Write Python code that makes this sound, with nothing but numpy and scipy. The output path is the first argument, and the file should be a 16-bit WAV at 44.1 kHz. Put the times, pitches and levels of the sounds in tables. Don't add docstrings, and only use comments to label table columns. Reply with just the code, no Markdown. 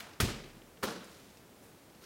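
import sys
import numpy as np
from scipy import signal
from scipy.fft import rfft, irfft
from scipy.io import wavfile

SR = 44100
rng = np.random.default_rng(int(sys.argv[2]) if len(sys.argv) > 2 else 0)


def gain_from_decibels(decibels):
    exponent = np.asarray(decibels, float) / 20
    return 10 ** exponent


def store_wav(level_fs):
    pcm = np.round(np.clip(np.atleast_2d(level_fs), -1, 1) * 32767)
    wavfile.write(sys.argv[1], SR, pcm.T.astype(np.int16))


N = 90404

THROW_S, HIT_S, CATCH_S, NEXT_THROW_S = -0.002, 0.2014, 0.826, 2.0

# (time [s], level [dB])
WALL_TOUCHES = [
    (.2017, -21.5),
    (.2023, -20.5),
    (.2033, -25.5),
    (.2040, -18),
    (.2067, -35),
    (.2105, -28),
    (.2131, -23),
    (.2229, -27.5),
]
# (time [s], level [dB])
CATCH_TOUCHES = [
    (.8272, -40.5),
    (.8290, -38),
    (.8317, -28),
    (.8345, -36.5),
    (.8367, -31.5),
    (.8389, -27),
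    (.8410, -30),
    (.8440, -34),
    (.8495, -56),
]
# (frequency [Hz], level [dB], t60 [s])
BALL_ON_WALL_MODES = [(224, -7, 0.029), (417, -14, 0.038), (697, -14, 0.048), (1270, -22, 0.064),
                      (1380, -21, 0.06), (2375, -15.5, 0.037), (3250, -16, 0.014), (5220, -23, 0.016),
                      (9100, -17.5, 0.009)]
# (frequency [Hz], level [dB], t60 [s])
BALL_IN_HANDS_MODES = [(208, -9, 0.1), (378.6, -5.5, 0.034), (570, -21.5, 0.032), (1020, -21.5, 0.024),
                       (1227, -5, 0.019), (1725, -16, 0.052), (2870, -18, 0.013), (4380, -10.5, 0.012),
                       (8770, -12.5, .01)]
# (time [s], frequency [Hz], level [dB], t60 [s])
HIGH_ZING = (.1996, 3330, -30, .02)
# (rise [s], t60 [s], level [dB])
SLAP_SHAPES = [
    (0.006, 0.039, -31),
    (0.0016, 0.1, -25),
    (0.01, 0.089, -25),
    (0.032, 0.23, -45),
]
# (frequency [Hz], density [dB per Hz])
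WALL_SLAP_COLOUR = [(300, -8), (900, -7), (1300, -0.5), (3300, -4), (6000, -7), (9000, -7), (16000, -12)]
# (frequency [Hz], density [dB per Hz])
HAND_SLAP_COLOUR = [(300, -14), (900, -8.5), (1500, 3), (2500, -10), (4300, -5), (9000, -13.5),
                    (16000, -11.5)]
# (frequency [Hz], level [dB], t60 [s], delay after hit [s])
WALL_PANEL_MODES = [(32.8, -48.5, 1.44, 0.036), (52.2, -35, 0.46, 0.01), (70, -35, 0.13, 0.0023),
                    (91, -21, .12, .0205), (126.8, -26.5, 0.16, 0.0251), (188.7, -42, 0.26, .036),
                    (220.8, -26, .12, 0.0026), (341, -30.5, 0.11, 0.023), (460, -24.5, 0.034, 0.0026),
                    (106, -29.5, 0.13, 0.052), (357, -38, 0.097, 0.079), (264, -28.5, 0.069, .044)]
# (frequency [Hz], level [dB], t60 [s], delay after catch [s])
CATCH_ROOM_MODES = [(66, -51, 0.14, 0.0019), (181, -43.5, 0.59, .05), (212.3, -45.5, 0.61, 0.028),
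                    (397, -47, 0.4, 0.032), (460.5, -44.5, 0.54, .05), (523.4, -34, 0.18, 0.0042)]
# (delay [s], level [dB])
ECHOES = [
    (0.02, -18.5),
    (.085, -15),
]
# (build-up [s], level [dB])
TAIL_SHAPES = [
    (0.011, -47.5),
    (0.0068, -31.5),
    (.015, -36),
]
# (frequency [Hz], density [dB per Hz])
THROW_TAIL_COLOUR = [(15, -44), (25, -26), (206, 4), (256, -8), (714, 7), (2840, 1), (16000, -13.5)]
# (frequency [Hz], density [dB per Hz])
WALL_TAIL_COLOUR = [(15, -37), (30, -41), (130, -4.5), (300, -9.5), (500, -12.5), (680, -18.5), (4870, -20),
                    (16000, -30.5)]
# (frequency [Hz], density [dB per Hz])
CATCH_TAIL_COLOUR = [(15, -57), (25, -32), (206, -1.5), (714, -6), (775, -10.5), (1370, -7.5), (2110, -18),
                     (4140, -14.5), (16000, -30.5)]
# (frequency [Hz], t60 [s])
ROOM_DECAY = [(30, 0.65), (110, 0.79), (280, 0.83), (740, 0.71), (1940, 0.81), (5120, 0.63), (9000, 0.47),
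              (14000, 0.27)]
# (time [s], level [dB])
ARM_RUSTLE = [
    (.88, -52),
    (.98, -64.5),
    (1.12, -60.5),
    (1.25, -64.5),
    (1.42, -72),
]
# (time [s], level [dB])
SLEEVE_BRUSH = [
    (1.58, -80),
    (1.64, -64.5),
    (1.69, -67.5),
    (1.75, -85),
]
# (time [s], level [dB], centre frequency [Hz], t60 [s])
TICKS = [(.005, -37.5, 2500, 0.018), (0.133, -53, 3500, 0.049), (0.618, -54, 2150, 0.027),
         (.773, -55.5, 2180, 0.03), (.906, -55, 8100, .12), (1.043, -51.5, 7000, 0.035),
         (1.301, -59, 5050, 0.037), (1.371, -55, 4100, .03), (1.655, -54, 1560, 0.022),
         (1.774, -60, 2500, .02), (1.90, -59, 2500, 0.018), (1.948, -58, 3500, 0.048),
         (2.04, -51, 4000, 0.028)]
# (frequency [Hz], density [dB per Hz])
HUSH_COLOUR = [(15, -51), (30, -21), (60, -7.5), (200, -4.5), (450, -7.5), (930, -15), (3000, -23),
               (16500, -29)]


def ball(touches, modes, push_s, push_db):
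    times, levels_db = np.transpose(touches)
    where = (times * SR).astype(int)
    uneven_db = rng.normal(0, 3, (len(times), 16))
    clicks = np.zeros(N)
    clicks[where] = gain_from_decibels(levels_db + push_db)
    push = np.convolve(clicks, np.hanning(int(push_s * SR) + 2))[:N]
    out = butter(push, 2, 170, "high")
    for k, (hz, mode_db, t60) in enumerate(modes):
        clicks = np.zeros(N)
        clicks[where] = gain_from_decibels(levels_db + mode_db + uneven_db[:, k])
        out = out + ring(clicks, hz, t60)
    return butter(out, 2, 83, "high")


def ring(clicks, hz, t60):
    radius = gain_from_decibels(-60 / (t60 * SR))
    angle = 2 * np.pi * hz / SR
    feedback = [1, -2 * radius * np.cos(angle), radius * radius]
    return signal.lfilter([0, np.sin(angle)], feedback, clicks + 1e-18)


def slaps():
    moments = [THROW_S, HIT_S, CATCH_S, NEXT_THROW_S]
    throw, hit, catch, again = [gain_from_decibels(db) * burst(start, rise, t60)
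                                for start, (rise, t60, db) in zip(moments, SLAP_SHAPES)]
    return coloured(WALL_SLAP_COLOUR) * hit + coloured(HAND_SLAP_COLOUR) * (throw + catch + again)


def zing():
    start, hz, db, t60 = HIGH_ZING
    return gain_from_decibels(db) * burst(start, 0.002, t60) * np.sin(2 * np.pi * hz * since(start))


def boom(modes, contact_s):
    out = 0
    for hz, db, t60, delay in modes:
        start = contact_s + delay
        out = out - gain_from_decibels(db) * burst(start, 0.0054, t60) * np.sin(2 * np.pi * hz * since(start))
    return out


def echoes(x):
    answer = np.zeros(SR // 5)
    for delay, db in ECHOES:
        smear = rng.standard_normal(120) * np.exp(-np.arange(120) / 24)
        i = int(delay * SR)
        answer[i:i + 120] += gain_from_decibels(db) * smear / np.sqrt(np.sum(smear ** 2))
    return butter(signal.fftconvolve(x, answer)[:N], 1, 7200, "low")


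def tails():
    moments = [THROW_S, HIT_S, CATCH_S]
    colours = [THROW_TAIL_COLOUR, WALL_TAIL_COLOUR, CATCH_TAIL_COLOUR]
    out = 0
    for start, (build_s, db), colour in zip(moments, TAIL_SHAPES, colours):
        build_up = 1 - np.exp(-since(start) / build_s)
        out = out + gain_from_decibels(db) * build_up * coloured(colour, start)
    return out


def clumps():
    depth_db, bunches_per_s = 1.5, 140
    knots = rng.standard_normal(600)
    return gain_from_decibels(depth_db * np.interp(np.arange(N) / SR * bunches_per_s, np.arange(len(knots)), knots))


def rustle(moves, centre_hz):
    times, levels_db = np.transpose(moves)
    grain_level = gain_from_decibels(1.7 * rng.standard_normal(N // 200 + 1)).repeat(200)[:N]
    grains = rng.standard_normal(N) * grain_level
    band = butter(grains, 1, [centre_hz / 2, centre_hz * 2], "band")
    level_db = np.interp(np.arange(N) / SR, times, levels_db, left=-120, right=-120)
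    return gain_from_decibels(level_db) * band / band.std()


def ticks():
    out, white = 0, rng.standard_normal(N)
    for start, db, hz, t60 in TICKS:
        band = butter(white, 2, [hz / 1.6, hz * 1.6], "band")
        out = out + gain_from_decibels(db) * burst(start, 0.00033, t60) * band / band.std()
    return out


def hush():
    return gain_from_decibels(-57.5) * coloured(HUSH_COLOUR)


def coloured(spectrum, start=None):
    hz = np.maximum(np.arange(N // 2 + 1) * SR / N, 1)
    bins = rfft(rng.standard_normal(N)) * gain_from_decibels(at_hz(spectrum, hz))
    bins = bins / np.std(irfft(bins, N))
    if start is None:
        return irfft(bins, N)
    place = 3 * np.log2(hz / 20)
    out = 0
    for k in range(31):
        band = irfft(bins * np.clip(1 - abs(place - k), 0, 1), N)
        t60 = at_hz(ROOM_DECAY, 20 * 2 ** (k / 3))
        out = out + band * gain_from_decibels(-60 * since(start) / t60)
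    return out


def burst(start, rise, t60):
    t = since(start)
    return (1 - np.exp(-(t / rise) ** 2)) * gain_from_decibels(-60 * t / t60)


def since(start):
    return np.maximum(np.arange(N) / SR - start, 0)


def at_hz(points, hz):
    table_hz, values = np.transpose(points)
    return np.interp(np.log(hz), np.log(table_hz), values)


def butter(x, order, hz, kind):
    return signal.lfilter(*signal.butter(order, hz, kind, fs=SR), x)


def scene():
    wall_ball = ball(WALL_TOUCHES, BALL_ON_WALL_MODES, push_s=0.00024, push_db=-1)
    hand_ball = ball(CATCH_TOUCHES, BALL_IN_HANDS_MODES, push_s=0.00031, push_db=5.5)
    contacts = wall_ball + hand_ball + slaps() + zing()
    lows = boom(WALL_PANEL_MODES, HIT_S) + boom(CATCH_ROOM_MODES, CATCH_S)
    room = echoes(contacts) + clumps() * tails()
    cloth = rustle(ARM_RUSTLE, centre_hz=2770) + rustle(SLEEVE_BRUSH, centre_hz=7000) + ticks()
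    return (contacts + lows + room + cloth + hush())[None]


def roll_off(x):
    return signal.sosfilt(signal.butter(12, 16650, fs=SR, output="sos"), x)


def record(dry):
    top_cut = signal.cheby2(16, 70, 16800, fs=SR, output="sos")
    mix = signal.sosfilt(top_cut, dry)
    return roll_off(mix)


dry = scene()
out = record(dry)
store_wav(out)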